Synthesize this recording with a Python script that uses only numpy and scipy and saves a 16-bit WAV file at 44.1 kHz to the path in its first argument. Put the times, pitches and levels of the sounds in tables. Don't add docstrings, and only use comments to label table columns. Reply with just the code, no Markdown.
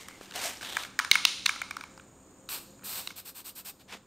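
import sys
import numpy as np
from scipy import signal
from scipy.fft import rfft, irfft
from scipy.io import wavfile
from scipy.ndimage import uniform_filter1d

SR = 44100
rng = np.random.default_rng(int(sys.argv[2]) if len(sys.argv) > 2 else 0)


def natural_amplitude(level_db):
    exponent = np.asarray(level_db, float) / 20
    return 10 ** exponent


def persist_wave(psi):
    counts = np.round(np.clip(psi, -1, 1) * 32767).astype(np.int16)
    wavfile.write(sys.argv[1], SR, np.atleast_2d(counts).T)


N = 179090
TIME = np.arange(N) / SR
CONTACT_MS = 2.5


def knocks():
    length = 1024
    near, around = np.zeros(N + length), np.zeros(N + length)
    t = TIME[:length]
    impulse = 1. * (t == 0)
    for s, db, *colour in contacts():
        push = rng.standard_normal(length) * np.exp(-(1000 * t / CONTACT_MS) ** 2)
        push[0] += 3.0
        body = can(push, *colour, blur=1.0)
        body *= natural_amplitude(db) / np.abs(body).max()
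        spread = can(impulse, *colour, blur=2.1)
        i = int((s + 0.00056) * SR)
        near[i:i + length] += body
        around[i:i + length] += spread * np.std(body) / np.std(spread)
    return near[:N], around[:N]


# (t/s, peak level/dB, dome ring f/Hz, wall ring level/dB, crack level/dB)
BALL_KNOCKS = [(0.7679, -14, 1430, -21, -21), (.834, -26, 1590, -1, 5), (.849, -28, 1560, -16, -24),
               (.99, -6, 1710, -31, -16), (.997, -16, 1480, -21, -21), (1.047, -18, 1340, -27, -16),
               (1.113, 0.5, 1760, -2.5, 2), (1.154, -8, 1400, -10, -22), (1.251, 0.5, 1320, -14, 2),
               (1.458, -11, 1460, -30, -8), (1.461, -4, 1750, -12, -4.5), (1.492, -12.5, 1380, -12.5, -22),
               (1.56, -30.5, 1200, -31, -21), (1.616, -18, 1270, -12, -19.5),
               (1.709, -21.5, 1360, -12, -16), (1.767, -21.5, 1424, -24.5, -18.5),
               (1.809, -28.5, 1540, -19, -15), (1.837, -29, 1040, -13, -17.5),
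               (1.976, -36.5, 1080, -31.5, -17.5), (1.997, -39, 1560, -21, -32.5),
               (3.073, -19.5, 1300, -15, -2), (3.1047, -31.5, 1540, -12, -18)]
# (t/s, peak level/dB, crack level/dB,
# crack centre f/Hz)
SMALL_TICKS = [(.014, -51, 4, 7500), (.084, -30, -11.5, 7100), (.109, -39, -17, 7000),
               (.211, -37.5, -18.5, 3430), (.246, -45.5, -10.5, 5870), (.257, -40, -6.5, 4060),
               (.309, -34.5, -7.5, 4120), (.321, -33, -8.5, 3200), (.358, -23, 0.5, 7930),
               (.57, -35, 2, 5500), (.61, -33, -18.5, 3950), (.62, -32.5, -10, 5940),
               (.628, -24.5, -13.5, 3470), (.648, -27, -2.5, 3230), (.659, -36, -5, 3500),
               (2.489, -27.5, -5.5, 3715), (2.792, -46.5, -16.5, 6820), (2.81, -50.5, -22.5, 6820),
               (2.822, -47, -28, 6810), (2.834, -41, -33, 8830)]
TICK_DOME_HZ, TICK_WALL_DB = 1451, -25.5
SQUARE_CRACK_HZ, GLANCE_HZ_PER_DB = 3560, 44.5


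def contacts():
    hits = [(s, db, TICK_DOME_HZ, TICK_WALL_DB, *crack) for s, db, *crack in SMALL_TICKS]
    for row in BALL_KNOCKS:
        crack_db = row[-1]
        hits.append((*row, SQUARE_CRACK_HZ - GLANCE_HZ_PER_DB * min(crack_db, 0)))
    return sorted(hits)


# (f/Hz, width/Hz, level/dB)
CRACK_RINGS = [(2852, 650, -5), (3790, 610, -10.5), (5550, 1800, -13.5)]
# (f/Hz, width/Hz, level/dB)
FIRST_TICK = [(8630, 470, -17.5), (13500, 4300, -21)]
WALL_HZ, PAINT_DAMPS_UNDER_HZ, FIRST_CONTACT_MS = 2200, 800, 0.8
EDGE_PER_CRACK = 0.15


def can(push, dome_hz, wall_db, crack_db, crack_hz, blur):
    def steep(hz, width, x=push):
        return level(ring_twice(x, hz, blur * width), 0)

    crack = steep(crack_hz, 0.63 * crack_hz)
    crack = crack + sum(natural_amplitude(db) * steep(hz, width) for hz, width, db in CRACK_RINGS)
    dome = steep(dome_hz, 870)
    wall = steep(WALL_HZ, 330 / blur)
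    body = dome + natural_amplitude(wall_db + 12) * wall + natural_amplitude(crack_db + 9.5) * crack
    paint = signal.butter(2, PAINT_DAMPS_UNDER_HZ, "high", fs=SR, output="sos")
    body = signal.sosfilt(paint, body)
    first = push * np.exp(-1000 * TIME[:len(push)] / FIRST_CONTACT_MS)
    tick = sum(natural_amplitude(db) * steep(hz, blur * width, first) for hz, width, db in FIRST_TICK)
    return level(body, 0) + natural_amplitude(EDGE_PER_CRACK * (crack_db + 12.5)) * tick


# (start t/s, held/s, hiss level at closing/dB, low roar over hiss/dB, dying/dB per s)
NOZZLE_PRESSES = [(2.487, 0.069, -38, -2.5, 324), (2.6, .02, -61, -4, 153), (2.836, 0.16, -39, -2.5, 300),
                  (3.04, 0.041, -57, -4, 1000), (3.08, 0.0053, -56, -17, 903), (3.105, 0.007, -51, 5, 1500),
                  (3.156, 0.041, -45, -4, 683), (3.247, 0.048, -44.5, -5, 650), (3.344, .063, -46, -5, 852),
                  (3.442, 0.054, -44, -4.5, 604), (3.55, 0.053, -45, -5, 818),
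                  (3.645, 0.057, -42.5, -5, 898.5), (3.79, 0.029, -61, 4.5, 1003.5)]
# (f/Hz, density level/dB per Hz)
JET_COLOUR = [(240, -31.5), (400, -8), (460, -14.5), (852, -6.5), (1560, -6), (1990, -11.5), (2320, -6),
              (2550, -4), (3260, -6.5), (4240, -2.5), (6540, -12.5), (8630, -7), (10100, -11), (13700, -9),
              (16000, -19)]
# (f/Hz, width/Hz, level/dB)
NOZZLE_WHISTLE = [(8200, 930, -13), (12640, 700, -16), (13840, 600, -14)]
VALVE_OPENS_S, HISS_SWELL_DB_S, ROAR_SWELL_DB_S = 0.0099, 12.5, 47


def spray():
    gas = rng.standard_normal(N) * natural_amplitude(1.2 * walk(300))
    jet = level(shape(gas, JET_COLOUR), 0)
    jet = jet + sum(level(ring(gas, hz, width), db) for hz, width, db in NOZZLE_WHISTLE)
    low, high = two_bands(jet, 5870)
    hiss, roar = np.zeros(N), np.zeros(N)
    for s, held, db, roar_db, dies in NOZZLE_PRESSES:
        hiss += press(s, held, db, HISS_SWELL_DB_S, VALVE_OPENS_S, dies)
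        roar += press(s, held, db + roar_db, ROAR_SWELL_DB_S, VALVE_OPENS_S, dies)
    return hiss * high * natural_amplitude(0.52 * walk(32.6)) + roar * low * natural_amplitude(0.56 * walk(29.2))


# (start t/s, held/s, level at lifting/dB, swell/dB per s, treble over body/dB)
SOLE_DRAGS = [
    (-.05, 0.081, -54.5, -150, -2),
    (.03, 0.36, -58, -2, -5),
    (.215, 0.026, -59.5, 5, 1.5),
    (0.336, .075, -38.5, 0, -5),
    (.41, 0.071, -36, 8, 0),
    (.49, 0.16, -60.5, -110, -2.5),
    (.605, .165, -43.5, 12, -3.5),
    (.77, 0.09, -50.5, -86.5, -2),
    (3.875, 0.071, -41.5, 141, -10.5),
]
# (f/Hz, density level/dB per Hz)
GRIT_COLOUR = [(120, -24), (200, -11), (416, -9.5), (709, -4), (1210, -5.5), (1710, -4), (2380, -3),
               (8580, -1), (11300, -9), (14100, -8), (16000, -29)]
# (start t/s, held/s, level/dB, f/Hz, width/Hz)
NARROW_TONES = [
    (0, 0.17, -60.5, 2080, 350),
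    (.35, 0.056, -54, 800, 500),
    (0.438, 0.025, -43, 699, 250),
    (0.631, 0.2, -49.5, 3520, 1400),
    (3.915, 0.033, -58.5, 1140, 600),
]
SOLE_LANDS_S, SOLE_LIFTS_DB_S, SPEED_BRIGHTENS_DB_S = 0.014, 550.5, 10.5


def scuff():
    grain_size = natural_amplitude(1.7 * np.minimum(rng.exponential(size=N), 4))
    grains = rng.standard_normal(N) * (rng.random(N) < 3500 / SR) * grain_size
    rub = level(grains, -3.5) + level(rng.standard_normal(N), -2.5)
    low, high = two_bands(shape(rub * natural_amplitude(2.0 * walk(230)), GRIT_COLOUR), 4000)
    body, treble, tread = np.zeros(N), np.zeros(N), np.zeros(N)
    for s, held, db, swell, treble_db in SOLE_DRAGS:
        body += press(s, held, db, swell, SOLE_LANDS_S, SOLE_LIFTS_DB_S)
        treble += press(s, held, db + treble_db, swell + SPEED_BRIGHTENS_DB_S, SOLE_LANDS_S, SOLE_LIFTS_DB_S)
    for s, held, db, hz, width in NARROW_TONES:
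        tread += press(s, held, db, 0, SOLE_LANDS_S, SOLE_LIFTS_DB_S) * level(ring_twice(rub, hz, width), 0)
    return body * low + treble * high + tread


LET_GO_S = 0.0042


def press(start, held, db, swell_db_s, opens, dies_db_s):
    after = TIME - start - held
    opening = 1 - np.exp(-np.maximum(TIME - start, 0) / opens)
    released = LET_GO_S * np.logaddexp(0, np.minimum(after, 1) / LET_GO_S)
    return opening * natural_amplitude(db + swell_db_s * np.clip(after, -held, 0) - dies_db_s * released)


# (t/s, peak level/dB, f/Hz, width/Hz)
SOFT_THUDS = [
    (0.211, -34.5, 397, 350),
    (1.113, -33, 120, 296),
    (3.951, -37.5, 402, 300),
]


def thuds():
    out, push = np.zeros(N), np.pad(np.hanning(40), (0, 4000))
    for s, db, hz, width in SOFT_THUDS:
        body = ring(push, hz, width)
        out[int(s * SR):][:len(push)] += body * natural_amplitude(db) / np.abs(body).max()
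    return out


# (f/Hz, t60/s, level/dB)
GARAGE_TAIL = [(350, 0.37, -38), (690, 0.3, -40), (1296, 0.71, -40), (3024, 0.4, -41), (4010, 0.76, -35.5),
               (5940, 0.7, -34), (8140, 0.63, -43), (11740, .7, -40), (14230, 0.46, -32)]
BEFORE_WALLS_DB = -4


def garage(x):
    t = TIME[:SR]
    tail = np.zeros(SR)
    for hz, t60, db in GARAGE_TAIL:
        band = level(ring_twice(rng.standard_normal(SR), hz, hz), -20.5)
        tail += natural_amplitude(db) * np.exp(-np.log(1000) * t / t60) * band
    build_up = np.clip((t - 0.015) / 0.003, 0, 1)
    side_walls = 0.2 * np.exp(-((t - 0.019) / 0.004) ** 2)
    far_wall = 0.31 * np.exp(-((t - 0.032) / 0.012) ** 2)
    tail *= natural_amplitude(BEFORE_WALLS_DB) + build_up + side_walls + far_wall
    return signal.fftconvolve(x, tail)[:N]


# (f/Hz, density level/dB per Hz)
AIR_COLOUR = [(20, -14), (40, -6), (80, -2), (200, -3), (300, -1), (550, -9.5), (1100, -12), (1900, -21),
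              (5500, -29), (9500, -34.5), (16000, -33.5)]
AIR_DB = -57.5
# (f/Hz, width/Hz, level/dB)
HUM_LINES = [(194.5, 11, -66), (273.4, 18, -67.5), (527.7, 7.8, -69)]
# (f/Hz, width/Hz, level/dB)
INSECT_BANDS = [(6980, 830, -68), (8280, 500, -73)]
# (t/s, level/dB)
CHORUS_SWELL = [(0, 4.5), (.15, 2.5), (1, 2), (2.2, 2.5), (3, 3), (3.3, -3.5), (4.06, 1.5)]


def background():
    def narrow(lines):
        return sum(level(ring_twice(rng.standard_normal(N), hz, width), db) for hz, width, db in lines)

    air = level(shape(rng.standard_normal(N), AIR_COLOUR), AIR_DB) * natural_amplitude(0.27 * walk(2))
    chorus = narrow(INSECT_BANDS) * natural_amplitude(2 * walk(130))
    swell = natural_amplitude(np.interp(TIME, *np.transpose(CHORUS_SWELL)))
    return air + narrow(HUM_LINES) + chorus * swell


def shape(x, table):
    hz, db = np.transpose(table)
    f = np.maximum(np.arange(len(x) // 2 + 1) * SR / len(x), 1)
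    return irfft(rfft(x) * natural_amplitude(np.interp(np.log(f), np.log(hz), db)), len(x))


def ring(x, hz, width):
    return signal.lfilter(*signal.iirpeak(hz, hz / width, SR), x)


def ring_twice(x, hz, width):
    return ring(ring(x, hz, width), hz, width)


def level(x, db):
    return x * natural_amplitude(db) / np.sqrt(np.mean(x ** 2))


def walk(rate):
    k = int(SR / rate)
    return uniform_filter1d(np.repeat(rng.standard_normal(N // k + 1), k), k)[:N]


def two_bands(x, hz):
    low = signal.sosfiltfilt(signal.butter(2, hz, fs=SR, output="sos"), x)
    return level(low, 0), level(x - low, 0)


# (f/Hz, level/dB)
MIC_PORT = [(20, 1.5), (9000, -0.5), (10300, -3), (11800, 0), (16000, 2)]
# (f/Hz, level/dB)
SIDE_COLOUR = [(30, -23), (300, -29.5), (1500, -28.5), (4000, -28.5), (9000, -24.5), (16000, -21.5)]
SELF_NOISE_DB, SIDE_PATCHY_DB = -78, 6
DUCK_S, DUCK_DB = 3.128, -4


def scene():
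    (ball, around), jet, shoe = knocks(), spray(), scuff()
    duck = natural_amplitude(np.interp(TIME, [DUCK_S, DUCK_S + 0.0019], [0, DUCK_DB]))
    reverb = garage(around + natural_amplitude(-4.0) * jet + natural_amplitude(-6.0) * shoe)
    diffuse = duck * (reverb + background())
    mid = shape(ball + thuds() + jet + shoe + diffuse, MIC_PORT)
    side = shape(diffuse * walk(150), SIDE_COLOUR)
    side += natural_amplitude(-28) * mid * walk(300)
    side += level(rng.standard_normal(N), SELF_NOISE_DB)
    side *= natural_amplitude(2.5 + SIDE_PATCHY_DB * walk(22))
    return np.array([mid + side, mid - side])


# (f/Hz, level/dB)
MIC_ROLLOFF = [(20, 0), (15650, 0), (15850, -35), (16600, -38), (17000, -70)]
CEILING = 0.8


def roll_off(x):
    return signal.sosfilt(signal.butter(12, 16660, fs=SR, output="sos"), x)


def record(dry):
    rounded = CEILING * np.tanh(dry / CEILING)
    mix = np.array([shape(x, MIC_ROLLOFF) for x in rounded])
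    return roll_off(mix)


dry = scene()
out = record(dry)
persist_wave(out)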